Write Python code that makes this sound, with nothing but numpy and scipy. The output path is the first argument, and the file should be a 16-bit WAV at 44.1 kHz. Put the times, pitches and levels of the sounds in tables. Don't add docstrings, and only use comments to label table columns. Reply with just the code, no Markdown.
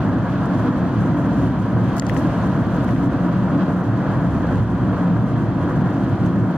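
import sys
import numpy as np
from scipy import signal
from scipy.fft import rfft, irfft
from scipy.io import wavfile
from scipy.ndimage import uniform_filter1d

SR = 44100
rng = np.random.default_rng(int(sys.argv[2]) if len(sys.argv) > 2 else 0)


def transcribe(u):
    v = np.clip(np.atleast_2d(u).T, -1, 1)
    q = np.round(v * 32767).astype(np.int16)
    wavfile.write(sys.argv[1], SR, q)


N = 289737
T, HZ = np.arange(N) / SR, np.fft.rfftfreq(N, 1 / SR)


def amp(db):
    return 10 ** (np.asarray(db) / 20)


def unit(x):
    return x / np.sqrt(np.mean(x ** 2) + 1e-20)


def along(points):
    hz, value = np.transpose(points)
    return np.interp(np.log(HZ + 1), np.log(hz + 1), value)


def level(rows, order):
    columns = np.transpose(rows)
    return amp(np.interp(T, columns[0], columns[order]))


def drift(rate_hz):
    knots = rng.standard_normal(N // 32)
    return unit(np.interp(T * 2 * rate_hz, np.arange(len(knots)), knots))


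def bell(middle_s, spread_s):
    return np.exp(-((T - middle_s) / spread_s) ** 2 / 2)


def swells(rows, order):
    return sum(row[order] * bell(row[0], row[1]) for row in rows)


def resonance(hz, width_hz):
    return 1 / (1 + ((HZ - hz) / (0.87 * width_hz)) ** 2)


def modes(rows):
    power = sum((amp(db) * unit(resonance(hz, width_hz))) ** 2 for hz, width_hz, db in rows)
    return np.sqrt(power)


def spectrum(points):
    return amp(along(points)) * np.minimum(1, points[-1][0] / (HZ + 1)) ** 8


# frequency in Hz, correlation from 0 to 1.
PORT_LIKENESS = [(30, .99), (300, .996), (900, .97), (1500, .82), (2200, .62), (4000, .35), (6400, .15),
                 (7600, .6), (8400, .35), (11000, .3), (15000, .15)]
# frequency in Hz, lead of the left port in radians.
PORT_LEAD = [(25, .75), (60, .45), (125, .32), (280, .2), (700, 0), (1300, -.35), (2500, -.15), (3600, -.7),
             (5200, -2.9), (9500, -4.2), (11500, -6.3)]
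# frequency in Hz, left minus right level in dB.
PORT_BALANCE = [(60, 0.5), (91, -3), (140, 0.7), (210, -0.2), (320, 0.3), (490, 1.7), (750, 2.5),
                (1150, 0.2), (1750, -1.2), (2660, -0.63)]


def cabin_noise(gain):
    left, other = rng.standard_normal((2, len(HZ))) + 1j * rng.standard_normal((2, len(HZ)))
    same = np.clip(along(PORT_LIKENESS), 0, 1)
    lean = amp(along(PORT_BALANCE) / 2)
    right = (same * left + np.sqrt(1 - same ** 2) * other) * np.exp(-1j * along(PORT_LEAD))
    return unit(irfft(gain * np.array([left * lean, right / lean]), N))


def steadied(noise):
    power = uniform_filter1d((noise ** 2).mean(0), size=SR // 5)
    return noise / np.sqrt(power + 1e-9)


# time in seconds, deep shake in dB.
ROAD_WAVES = [(0, 2), (0.4, 0), (0.9, -3), (2.1, 3.5), (2.6, 1), (3.3, 1), (3.9, -4), (4.3, 5), (5.1, -2),
              (5.7, 0.5), (6.25, -3), (6.57, -9)]


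def suspension_shake():
    return level(ROAD_WAVES, order=1)


# time in seconds, base level in dB.
ROAR_LEVEL = [(0.0, -28.5), (0.25, -29.5), (0.53, -27.5), (0.71, -27), (0.82, -29.5), (1.02, -29),
              (1.4, -28), (1.6, -30), (2.1, -28), (2.34, -27), (2.68, -28.5), (2.85, -28), (3.0, -29.5),
              (3.3, -27.5), (3.43, -30), (3.58, -26.5), (3.88, -31), (4.09, -27), (4.33, -30), (4.55, -27),
              (4.65, -33.3), (4.82, -30), (5.01, -27), (5.14, -31), (5.4, -30), (5.56, -31), (5.68, -27.5),
              (5.88, -28.5), (6.06, -30), (6.57, -30.5)]


def follow(start_db, share, fade_db_per_s):
    swing = level(ROAR_LEVEL, order=1) / amp(-28.5)
    return amp(start_db - fade_db_per_s * T) * swing ** share


# middle in seconds, spread in seconds, pitch shaken in Hz, swell in dB.
ROAD_BUMPS = [(0.09, 0.031, 269, 4.5), (0.326, 0.023, 180, 5), (0.693, 0.025, 266, 6), (.76, 0.047, 137, 2),
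              (0.974, 0.027, 180, 7.5), (1.175, 0.084, 140, 7), (1.343, 0.15, 266, 4), (1.3, 0.18, 327, 4),
              (1.62, 0.16, 117, 6.5), (1.91, .06, 118, 9.5), (2.147, 0.076, 266, 5.5),
              (2.43, 0.091, 180, 3.5), (2.55, 0.028, 133.7, 17), (2.916, 0.099, 114, 4.5),
              (3.067, 0.072, 266, 6), (3.318, 0.073, 180, 6.5), (3.577, 0.033, 266, 7),
              (3.678, 0.076, 180, 9), (3.903, 0.047, 115, 7), (4.12, 0.12, 139, 6),
              (4.596, 0.038, 116, 12.5), (4.864, 0.069, 116, 4.5), (5.073, .07, 177, 8.5),
              (5.276, .15, 117, 9), (5.8, 0.099, 140, 10), (6.0, .3, 328, 8.5), (6.033, 0.058, 266, 8),
              (6.137, 0.019, 115, 14.5), (6.31, 0.082, 114, 6.5), (6.344, 0.094, 180, 4.5)]


def jolt(hz, reach_hz=9.5):
    swell_db = 0
    for middle_s, spread_s, shake_hz, db in ROAD_BUMPS:
        nearness = np.exp(-((hz - shake_hz) / reach_hz) ** 2 / 2)
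        swell_db = swell_db + db * nearness * bell(middle_s, spread_s)
    return amp(swell_db)


# multiple of the firing rate, middle level in dB before the shake.
FIRING_ORDERS = [(1, -42), (2, -52.5)]


def engine(firing_hz=70.1, waver_db=5.5, wander=0.0054):
    turns = np.cumsum(firing_hz * (1 + wander * drift(2.4))) / SR
    drone = 0
    for order, db in FIRING_ORDERS:
        drone = drone + amp(db + waver_db * drift(1.4)) * np.sin(2 * np.pi * order * turns)
    return suspension_shake() * drone


# time alongside in seconds, spread in seconds, peak level in dB.
OVERTAKERS = [(0.104, 0.8, -41.5), (4.254, 0.47, -42.5)]
# frequency in Hz, relative dB per Hz.
OVERTAKER_COLOUR = [(500, -40.5), (800, -9), (1050, 0.5), (1500, -1.5), (1750, -5.5), (2100, -28.5)]


def overtaking():
    near = sum(amp(db) * bell(middle_s, spread_s) for middle_s, spread_s, db in OVERTAKERS)
    return near * cabin_noise(spectrum(OVERTAKER_COLOUR))


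# frequency in Hz, relative dB per Hz.
AIR_COLOUR = [(1500, -30), (2200, -1.5), (2650, 0.5), (2950, -0.5), (3200, 1.9), (3450, -3), (3750, -5),
              (4500, -6), (5200, -12), (6500, -18.5)]
# frequency in Hz, relative dB per Hz.
SEAL_COLOUR = [(2400, -39), (5200, -3.5), (6400, 2.5), (7150, -0.5), (7600, -1), (8100, -2.5), (9200, -5.5),
               (12500, -11), (13500, -11.5), (15500, -16)]
# middle in seconds, spread in seconds, air change in dB, seal change in dB.
BODY_GUSTS = [(.62, 0.051, 2.5, 3), (1.02, 0.021, 0, 2), (1.21, .025, -1, 3), (1.42, 0.045, 1.5, 4.5),
              (2.16, 0.23, 2, 2.5), (2.44, 0.045, 1, 1.5), (2.88, 0.13, 1.5, 3), (4.34, 0.035, 1, 3.5),
              (4.55, 0.044, 1, 4), (5.63, 0.009, 2, 5), (6.12, 0.12, 2, 1), (6.26, .014, 0.5, 7)]
# starting level in dB, share of the roar's swings from 0 to 1, fade in dB per s.
AIR_FOLLOW = (-49, 0.72, 0.25)
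SEAL_FOLLOW = (-60, .3, 0.14)


def slipstream(gust_db=0.85, flicker_db=1.5, grain_db=1, waver_db=0.36):
    rush = amp(swells(BODY_GUSTS, order=2) + gust_db * drift(14)) * cabin_noise(spectrum(AIR_COLOUR))
    unevenness_db = waver_db * drift(7) + flicker_db * drift(32) + grain_db * drift(400)
    flicker = amp(swells(BODY_GUSTS, order=3) + unevenness_db)
    hiss = cabin_noise(spectrum(SEAL_COLOUR))
    whistle = amp(-21.0 + 3.7 * drift(16)) * cabin_noise(resonance(hz=11070, width_hz=75))
    return follow(*AIR_FOLLOW) * rush + follow(*SEAL_FOLLOW) * flicker * (hiss + whistle)


# frequency in Hz, relative dB per Hz.
ROAR_COLOUR = [(240, -51), (416, -14.5), (434, -1.5), (480, -0.5), (524, -1), (604, -1), (691, -1),
               (785, -5), (912, -7), (998, -3.5), (1080, -5.5), (1650, -10.5), (1780, -15.5), (1950, -18.5),
               (2190, -25.5), (2400, -30.5), (3120, -45.5), (5280, -120)]


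def tyres(flutter_db=0.68):
    roar = amp(-0.06 + flutter_db * drift(18)) * cabin_noise(spectrum(ROAR_COLOUR))
    grooves = amp(-14.5) * cabin_noise(resonance(hz=961, width_hz=44))
    return level(ROAR_LEVEL, order=1) * (roar + grooves)


# frequency in Hz, width in Hz, share in dB.
CAVITY_MODES = [(251.8, 9.6, 0), (279.4, 13.8, 1.6)]
# starting level in dB, share of the roar's swings from 0 to 1, fade in dB per s.
CAVITY_FOLLOW = (-26.5, 0.32, 0.3)


def tyre_cavity():
    middle_hz = np.mean(CAVITY_MODES, axis=0)[0]
    ring = steadied(cabin_noise(modes(CAVITY_MODES)))
    return follow(*CAVITY_FOLLOW) * jolt(middle_hz) * ring


# middle in seconds, spread in seconds, rasp in dB, fizz minus rasp in dB.
TRIM_RUBS = [(0.462, .005, -56, 0), (1.969, .005, -49.5, 2), (1.987, .007, -45, -1),
             (2.023, 0.0037, -48, -2), (2.064, .006, -54, -4), (2.097, 0.0066, -45.5, -2),
             (2.143, .006, -53.5, 3), (2.175, 0.011, -46.5, -6), (2.199, .009, -56, 2),
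             (2.235, .012, -61, 1), (2.765, .007, -58, 2), (2.84, .007, -54, 2), (2.884, .009, -57, -2),
             (2.913, .008, -55.5, 0), (3.034, .008, -56.5, 0)]


def trim_rubs(grain_db=4.0):
    rasp = sum(amp(db) * bell(s, spread_s) for s, spread_s, db, fizz_db in TRIM_RUBS)
    fizz = sum(amp(db + fizz_db) * bell(s, spread_s) for s, spread_s, db, fizz_db in TRIM_RUBS)
    low = cabin_noise(spectrum([(200, -71), (3000, -9), (6300, -2.0), (9000, -9), (15500, -23)]))
    high = amp(-7) * cabin_noise(spectrum([(4000, -38), (9000, -2), (15500, -3)]))
    return amp(grain_db * drift(700)) * (rasp * low + fizz * high)


def add(mix, s, sound):
    part = mix[:, round(s * SR):][:, :sound.shape[1]]
    part += sound[:, :part.shape[1]]


# start in seconds, snap strength in dB, knock strength in dB.
TRIM_TICKS = [(0.457, -40, -60), (1.9812, -32, -36), (1.997, -14.5, -31), (1.997, -20, -42),
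              (1.9991, -25, -45), (2.0217, -45, -26.5), (2.0668, -26.5, -40), (2.096, -43, -22),
              (2.1653, -53, -27), (2.8898, -46, -31), (2.961, -55, -33), (4.556, -43, -39)]
# middle frequency in Hz, relative level in dB,
# time to decay by 60 dB in seconds, left minus right level in dB.
TRIM_MODES = [(1420, -1, .007, -4), (1750, 6.5, 0.011, 10), (1990, 3, 0.012, 16), (2600, -1.5, .008, 12),
              (3140, -2, 0.0094, 11), (4530, -4, 0.006, 8), (5100, -6, 0.0074, 6), (6300, -2.5, .007, -1),
              (7250, -3, 0.0082, 2), (8070, -10.5, 0.006, 5), (9370, -17.5, 0.0078, 10),
              (14400, -16, .004, 6)]


def trim_ticks(split_hz=3400, lag_s=0.000231, snap_rise_s=0.0001, knock_rise_s=0.00067,
               scatter_db=-12, scatter_s=0.0015):
    out, t = np.zeros((2, N)), np.arange(1500) / SR
    bright = signal.butter(2, [4200, 9000], "bandpass", fs=SR)
    for s, snap_db, knock_db in TRIM_TICKS:
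        tick = np.zeros((2, len(t)))
        for k, (hz, db, t60, lean_db) in enumerate(TRIM_MODES):
            high = 1 / (1 + (split_hz / hz) ** 24)
            age = np.maximum(t - high * lag_s * np.array([[0], [1]]), 0)
            snap = high * amp(snap_db) * (1 - np.exp(-age / snap_rise_s))
            knock = (1 - high) * amp(knock_db) * (1 - np.exp(-age / knock_rise_s))
            tuned_hz = hz * (1 + 0.014 * rng.standard_normal())
            ring = (-1) ** k * np.sin(2 * np.pi * tuned_hz * age)
            lean = amp([[lean_db / 2], [-lean_db / 2]])
            tick += (snap + knock) * amp(db - 60 * age / t60) * lean * ring
        echoes = signal.lfilter(*bright, np.exp(-t / scatter_s) * rng.standard_normal(tick.shape))
        add(out, s, tick + amp(snap_db + scatter_db) * echoes)
    return out


# frequency in Hz, relative dB per Hz.
RUMBLE_COLOUR = [(15, -50.5), (30, -28), (50, -7.5), (80, -3), (110, 3.5), (135, 1), (160, 0.5),
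                 (235, -0.5), (320, -1.4), (365, -6.5), (398, -11), (430, -19), (520, -50)]
# starting gain in dB, share of the swings from 0 to 1,
# fade in dB per s.
RUMBLE_FOLLOW = (0.29, 0.67, 0.054)


def road_rumble(rumble_db=-23, surge_db=1.5):
    rumble = amp(rumble_db) * cabin_noise(spectrum(RUMBLE_COLOUR))
    deep = irfft(rfft(rumble) / (1 + (HZ / 80) ** 8), N)
    upper_gain = follow(*RUMBLE_FOLLOW) * amp(surge_db * drift(9))
    return suspension_shake() * deep + upper_gain * (rumble - deep)


# frequency in Hz, width in Hz, level in dB between bumps.
LESSER_BOOMS = [(127.2, 11, -33), (145.4, 10, -31), (196.8, 9, -32.5), (213.6, 15, -32.5), (322.6, 21, -39),
                (360.3, 6.8, -42)]
STRONG_LOW_BOOM = (113.1, 6.8, -30)
STRONG_MIDDLE_BOOM = (179.6, 8.9, -26)


def cabin_boom():
    booms = 0
    for hz, width_hz, db in list(LESSER_BOOMS) + [STRONG_LOW_BOOM, STRONG_MIDDLE_BOOM]:
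        booms = booms + amp(db) * jolt(hz) * steadied(cabin_noise(resonance(hz, width_hz)))
    return booms


def scene():
    outside = engine() + overtaking() + slipstream() + tyres() + tyre_cavity()
    trim = trim_rubs() + trim_ticks()
    return outside + trim + road_rumble() + cabin_boom()


def record(dry, ceiling_db=-8.5, recovery_db_per_s=70, treble_weight=0.3, edge_hz=15800):
    sensed = abs(dry) + treble_weight * abs(np.gradient(dry, axis=1))
    over_db = np.maximum(20 * np.log10(sensed.max(0) + 1e-9) - ceiling_db, 0)
    fall_db = T * recovery_db_per_s
    duck_db = np.maximum.accumulate(over_db + fall_db) - fall_db
    smooth_db = uniform_filter1d(uniform_filter1d(duck_db, size=50), size=50)
    limited = dry * amp(-smooth_db)
    limited = limited * np.minimum(1, np.minimum(T, T[::-1]) / 0.003)
    low_pass = signal.firwin(511, edge_hz, window=("kaiser", 9), fs=SR)
    return signal.oaconvolve(limited, low_pass[None], "same")


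dry = scene()
out = record(dry)
transcribe(out)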